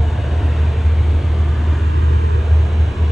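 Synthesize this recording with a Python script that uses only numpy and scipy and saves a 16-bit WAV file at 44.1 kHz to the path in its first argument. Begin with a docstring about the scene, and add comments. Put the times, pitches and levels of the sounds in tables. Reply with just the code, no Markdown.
"""The deep hum of the engines fills a small airplane restroom, over the rumble of the hull.
The hum is a nearly pure tone whose level is uneven where it beats with the rumble's low noise.
Air rushes through the vent as coloured noise, with faint duct tones and thin fan whines as narrow noise.
Most duct tones fade during the opening. Later the rush turns wide and hollow for about half a second,
and its treble stays wider afterwards."""
import sys
import numpy as np
from scipy import signal
from scipy.fft import rfft, irfft, next_fast_len
from scipy.io import wavfile
from scipy.ndimage import uniform_filter1d, map_coordinates

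SR = 44100
rng = np.random.default_rng(int(sys.argv[2]) if len(sys.argv) > 2 else 0)


def persist_wave(psi):
    """Save psi, clipped to +-1, as 16-bit WAV."""
    counts = np.round(np.clip(psi, -1, 1) * 32767).astype(np.int16)
    wavfile.write(sys.argv[1], SR, np.atleast_2d(counts).T)


N = 137151  # length in samples


def amp(db):
    """Turn decibels into gain."""
    return 10 ** (np.asarray(db) / 20)


def unit(x):
    """Scale to an average strength (rms) of 1."""
    return x / np.sqrt(np.mean(x ** 2) + 1e-20)


def along(points, hz):
    """Read a curve of (f/Hz, value) points, joined by straight lines on a log frequency axis."""
    f, value = np.transpose(points)
    return np.interp(np.log(hz + 1), np.log(f + 1), value)


def over_time(points, seconds):
    """Read a curve of (t/s, value) points, joined by straight lines."""
    return np.interp(seconds, *np.transpose(points))


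def wobble(rate):
    """Draw a smooth random curve through `rate` random points a second."""
    points = rng.standard_normal(int(N * rate / SR) + 4)
    return map_coordinates(points, [np.arange(N) * rate / SR])


def noise(response):
    """Make noise of rms 1, coloured by a gain that depends on frequency."""
    m = next_fast_len(N + SR // 2)
    spectrum = rfft(rng.standard_normal(m))
    colour = response(np.fft.rfftfreq(m, 1 / SR))
    return unit(irfft(spectrum * colour, m)[:N])


def narrow(centre, width):
    """Make a narrow band of noise that is heard as a tone; its gain halves `width` Hz from the centre."""
    return noise(lambda hz: 1 / (1 + ((hz - centre) / width) ** 2))


def frames(x, size=2048):
    """Cut sound into short-time spectra: frequencies as a column, times in seconds, spectra."""
    hz, s, z = signal.stft(x, SR, nperseg=size)
    return hz[:, None], s, z


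def samples(z, size=2048):
    """Turn short-time spectra back into sound."""
    return signal.istft(z, SR, nperseg=size)[1][..., :N]


def panned(x, balance_db):
    """Make left and right, the left louder by balance_db."""
    return np.array([x * amp(balance_db / 2), x * amp(-balance_db / 2)])


def stereo(middle, sides, balance_db):
    """Make left and right from a panned middle, adding the sides left and subtracting them right."""
    return panned(middle, balance_db) + np.array([sides, -sides])


# Thin fan whines: f/Hz, width/Hz, level/dB
FAN_WHINES = [(5822, 17, -73.5), (9523, 4, -86), (9679, 4, -87.5)]


def fans():
    """Thin, steady whines, each a very narrow band of noise."""
    return sum(amp(db) * narrow(hz, width) for hz, width, db in FAN_WHINES)


# Colour of the hull's rumble: f/Hz, level/dB (per Hz, relative)
RUMBLE_COLOUR = [(15, -36), (28, -13.5), (50, -10.5), (66, -2), (80, 2.5), (100, 0.5), (135, -5.5),
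                 (160, -17.5), (220, -17), (400, -57.5), (900, -130)]
RUMBLE_DB = -21.5
RUMBLE_SIDE_DB = -24.5  # sides relative to the middle


def hull():
    """Air turbulence on the hull booms in the cubicle, almost alike at both ears."""
    colour = lambda hz: amp(along(RUMBLE_COLOUR, hz))
    middle = noise(colour)
    sides = amp(RUMBLE_SIDE_DB) * noise(colour)
    return amp(RUMBLE_DB) * stereo(middle, sides, balance_db=-0.6)


def opening(seconds):
    """Share of the opening sound: 1 at first, falling evenly to 0."""
    fade_s = 1.3
    return np.clip(1 - seconds / fade_s, 0, 1)


# Narrow resonances of the ducts, before the airflow's filters:
# f/Hz, width/Hz, level/dB at the start, level/dB after the opening, left over right/dB at the start
DUCT_RESONANCES = [(468, 18, -43.5, -43.5, 2.5), (713, 8.8, -50.5, -54.5, -5), (1528, 8.5, -55.5, -54.5, 4),
                   (1644, 39, -47, -50.5, 0), (2925, 15, -52, -71, 11), (3190, 22, -60, -70.5, -3),
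                   (3720, 25, -64, -73.5, 0), (3920, 12, -73, -74, -3)]


def ducts():
    """Middle and sides of the duct resonances, which change level and move to the centre early on."""
    early = opening(np.arange(N) / SR)
    both_ears = 0
    for hz, width, start_db, later_db, pan_db in DUCT_RESONANCES:
        level_db = later_db + early * (start_db - later_db)
        both_ears = both_ears + panned(amp(level_db) * narrow(hz, width), early * pan_db)
    left, right = both_ears
    return (left + right) / 2, (left - right) / 2


# Colour of the rushing air: f/Hz, level/dB (per Hz, relative)
AIR_COLOUR = [(90, -37), (170, -3), (280, -0.4), (450, -3), (510, -9), (660, -8.5), (770, -13.5),
              (960, -10.5), (1400, -14.5), (1900, -17), (2700, -19.5), (3700, -25.5), (4300, -31.5),
              (5100, -39), (6400, -35.5), (8600, -41), (10200, -51), (11700, -54)]
AIR_DB = -30  # before the filters below


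def rush():
    """Turbulent air in the vent, as broad coloured noise."""
    return amp(AIR_DB) * noise(lambda hz: amp(along(AIR_COLOUR, hz)))


# Depth of the hollow swing: t/s, depth (0 is none, 1 is the full curves below, more overshoots them)
SWING_DEPTH = [(1.79, 0), (1.86, 0.9), (1.97, 1.4), (2.05, 0.66), (2.12, 1.07), (2.28, 1.35), (2.37, 1.08),
               (2.41, 0)]


def air_changes(seconds):
    """Depth of the brief hollow swing, and a switch from 0 to 1 for the lasting change."""
    swing = over_time(SWING_DEPTH, seconds)
    widened = np.where(seconds > 1.82, 1.0, 0.0)
    return swing, widened


# Change of the middle during the swing: f/Hz, level/dB
SWING_MIDDLE_CURVE = [(200, -1.5), (470, -1.5), (535, -8), (615, -6.5), (715, -17), (850, -2.5), (1150, -2),
                      (1500, 0)]
# Lasting change of the middle: f/Hz, level/dB
WIDEN_MIDDLE_CURVE = [(200, -1.2), (400, -1.5), (650, 0.5), (1100, -0.7), (2800, -1), (5000, -0.4)]
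# Extra colour of the middle at the start, which fades with the opening: f/Hz, level/dB
OPENING_COLOUR = [(400, -2), (700, 3.5), (1200, -2.5), (2300, .3), (3200, 0.5), (5000, -0.5)]


def air_middle(direct, hz, seconds):
    """The middle of the rush: its colour shifts early, then is hollowed out by the swing."""
    swing, widened = air_changes(seconds)
    gain_db = swing * along(SWING_MIDDLE_CURVE, hz)
    gain_db = gain_db + widened * along(WIDEN_MIDDLE_CURVE, hz)
    gain_db = gain_db + opening(seconds) * along(OPENING_COLOUR, hz)
    return direct * amp(gain_db)


# Usual width: f/Hz, level/dB of sides over middle
AIR_WIDTH = [(150, -15.5), (280, -37), (450, -13.5), (760, -0.5), (1000, -3.5), (1800, -13.5),
             (2400, -11.5), (3000, -3), (4000, -6.5), (5000, 2), (6300, -23), (8500, -5.5), (11000, 8)]
# Change of the sides during the swing: f/Hz, level/dB
SWING_SIDES_CURVE = [(150, 20.5), (450, 11), (720, 4), (930, 7), (1400, 4.5), (2200, 0), (4000, -0.5)]
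# Lasting change of the sides: f/Hz, level/dB
WIDEN_SIDES_CURVE = [(300, -1), (1000, 1), (1800, 5), (2500, 7), (3100, 1.5), (5000, -1.5)]
# Usual lead of the right ear: f/Hz, share of the sides (negative makes the left ear lead)
RIGHT_LEAD = [(500, 0), (850, -.35), (1400, 0), (3000, .1), (4600, .6), (5600, 0)]
# Lead added during the swing: f/Hz, share of the sides
SWING_RIGHT_LEAD = [(150, 0.69), (400, .7), (700, -0.28), (1300, -0.4), (2500, 0)]


def air_sides(direct, diffuse, hz, seconds):
    """The sides of the rush: independent noise plus a phase-shifted share that makes one ear lead."""
    swing, widened = air_changes(seconds)
    lead = np.clip(along(RIGHT_LEAD, hz) + swing * along(SWING_RIGHT_LEAD, hz), -1, 1)
    width_db = along(AIR_WIDTH, hz) + swing * along(SWING_SIDES_CURVE, hz)
    width_db = width_db + widened * along(WIDEN_SIDES_CURVE, hz)
    # -1j turns the phase of this share by a quarter: later on the left, earlier on the right
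    return (np.sqrt(1 - lead ** 2) * diffuse - 1j * lead * direct) * amp(width_db)


# Usual balance of the middle: f/Hz, level/dB of left over right
AIR_BALANCE = [(150, 1), (300, -1.5), (600, -3), (940, 2), (1500, .2), (2400, 1.1), (7000, .3)]
# Balance shift during the swing: f/Hz, level/dB towards the left
SWING_BALANCE_CURVE = [(150, 0.5), (350, -4.5), (700, -7), (1800, -0.5), (2200, 2), (2700, 0)]
# Lasting balance shift: f/Hz, level/dB towards the left
WIDEN_BALANCE_CURVE = [(500, 0), (950, -4), (2000, -2.5), (3000, -1), (6000, -.5)]


def air_balance(hz, seconds):
    """Left-right balance of the middle of the rush, in dB."""
    swing, widened = air_changes(seconds)
    shift_db = swing * along(SWING_BALANCE_CURVE, hz) + widened * along(WIDEN_BALANCE_CURVE, hz)
    return along(AIR_BALANCE, hz) + shift_db


def airflow():
    """A broad, slightly patchy rush with duct tones, changing in colour, width and balance."""
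    patchy_db, swell_db = 1.72, 0.28  # typical size of the random changes
    tones, tone_sides = ducts()
    hz, seconds, spectra = frames(np.array([rush() + tones, rush(), tone_sides]))
    direct, diffuse, tone_sides = spectra
    middle = air_middle(direct, hz, seconds)
    sides = air_sides(direct, diffuse, hz, seconds) + tone_sides
    # patches: random levels smoothed across frequency, then time
    patches = uniform_filter1d(rng.standard_normal(direct.shape), size=5, axis=0)
    patches = unit(uniform_filter1d(patches, size=22, axis=1))
    both_ears = stereo(middle, sides, air_balance(hz, seconds)) * amp(patchy_db * patches)
    return amp(swell_db * wobble(2.3)) * samples(both_ears)


# Moments when hum and low noise cancel by chance: t/s, level/dB at the deepest point
CANCELLATIONS = [(0.11, -19), (0.305, -13), (0.418, -9), (0.827, -10), (2.02, -12.5), (2.435, -8)]


def cancellations():
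    """Brief chance cancellations of hum and low noise, as bell-shaped gain dips."""
    t = np.arange(N) / SR
    half_length_s = 0.011
    return amp(sum(db * np.exp(-((t - s) / half_length_s) ** 2) for s, db in CANCELLATIONS))


def engine_tone(hz):
    """A nearly pure tone of rms 1 whose pitch drifts slightly."""
    drift_hz = 0.076
    turns = np.cumsum(hz + drift_hz * wobble(2.5)) / SR
    return np.sqrt(2) * np.sin(2 * np.pi * (turns + rng.random()))


# Level of hum and low noise beating together, before the cancellations: t/s, level/dB
BEATING_LEVEL = [(0.0, -15), (0.2, -17), (0.46, -15.5), (0.54, -17.5), (0.63, -15), (0.71, -16),
                 (0.81, -19), (0.87, -12), (1.08, -15), (1.16, -13), (1.22, -17.5), (1.61, -15),
                 (1.76, -15.5), (2.09, -12), (2.19, -15.5), (2.39, -13), (2.46, -18.5), (2.52, -10.5),
                 (2.72, -16.5), (2.84, -12), (2.93, -19.5), (3.05, -12), (3.11, -18.5)]
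# Weaker engine tone, before the cancellations: f/Hz, level/dB
WEAK_ENGINE_TONES = [(124, -43)]


def engines():
    """One strong hum, its level uneven from chance beating with low noise, and a weaker tone above it."""
    t = np.arange(N) / SR
    hum = amp(over_time(BEATING_LEVEL, t)) * engine_tone(77.15)
    return hum + sum(amp(db) * engine_tone(hz) for hz, db in WEAK_ENGINE_TONES)


def scene():
    """Fans, hull, airflow and engines together; the chance cancellations also thin the rumble a little."""
    cancel_gain = cancellations()
    rumble_share = 0.26  # share of each cancellation, in dB
    hum = panned(cancel_gain * engines(), balance_db=0.08)
    return fans() + cancel_gain ** rumble_share * hull() + airflow() + hum


def record(dry):
    """Cut the treble steeply above a band limit."""
    top_hz = 11700
    low_pass = signal.butter(16, top_hz, fs=SR, output="sos")
    return signal.sosfiltfilt(low_pass, dry)


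dry = scene()
out = record(dry)
persist_wave(out)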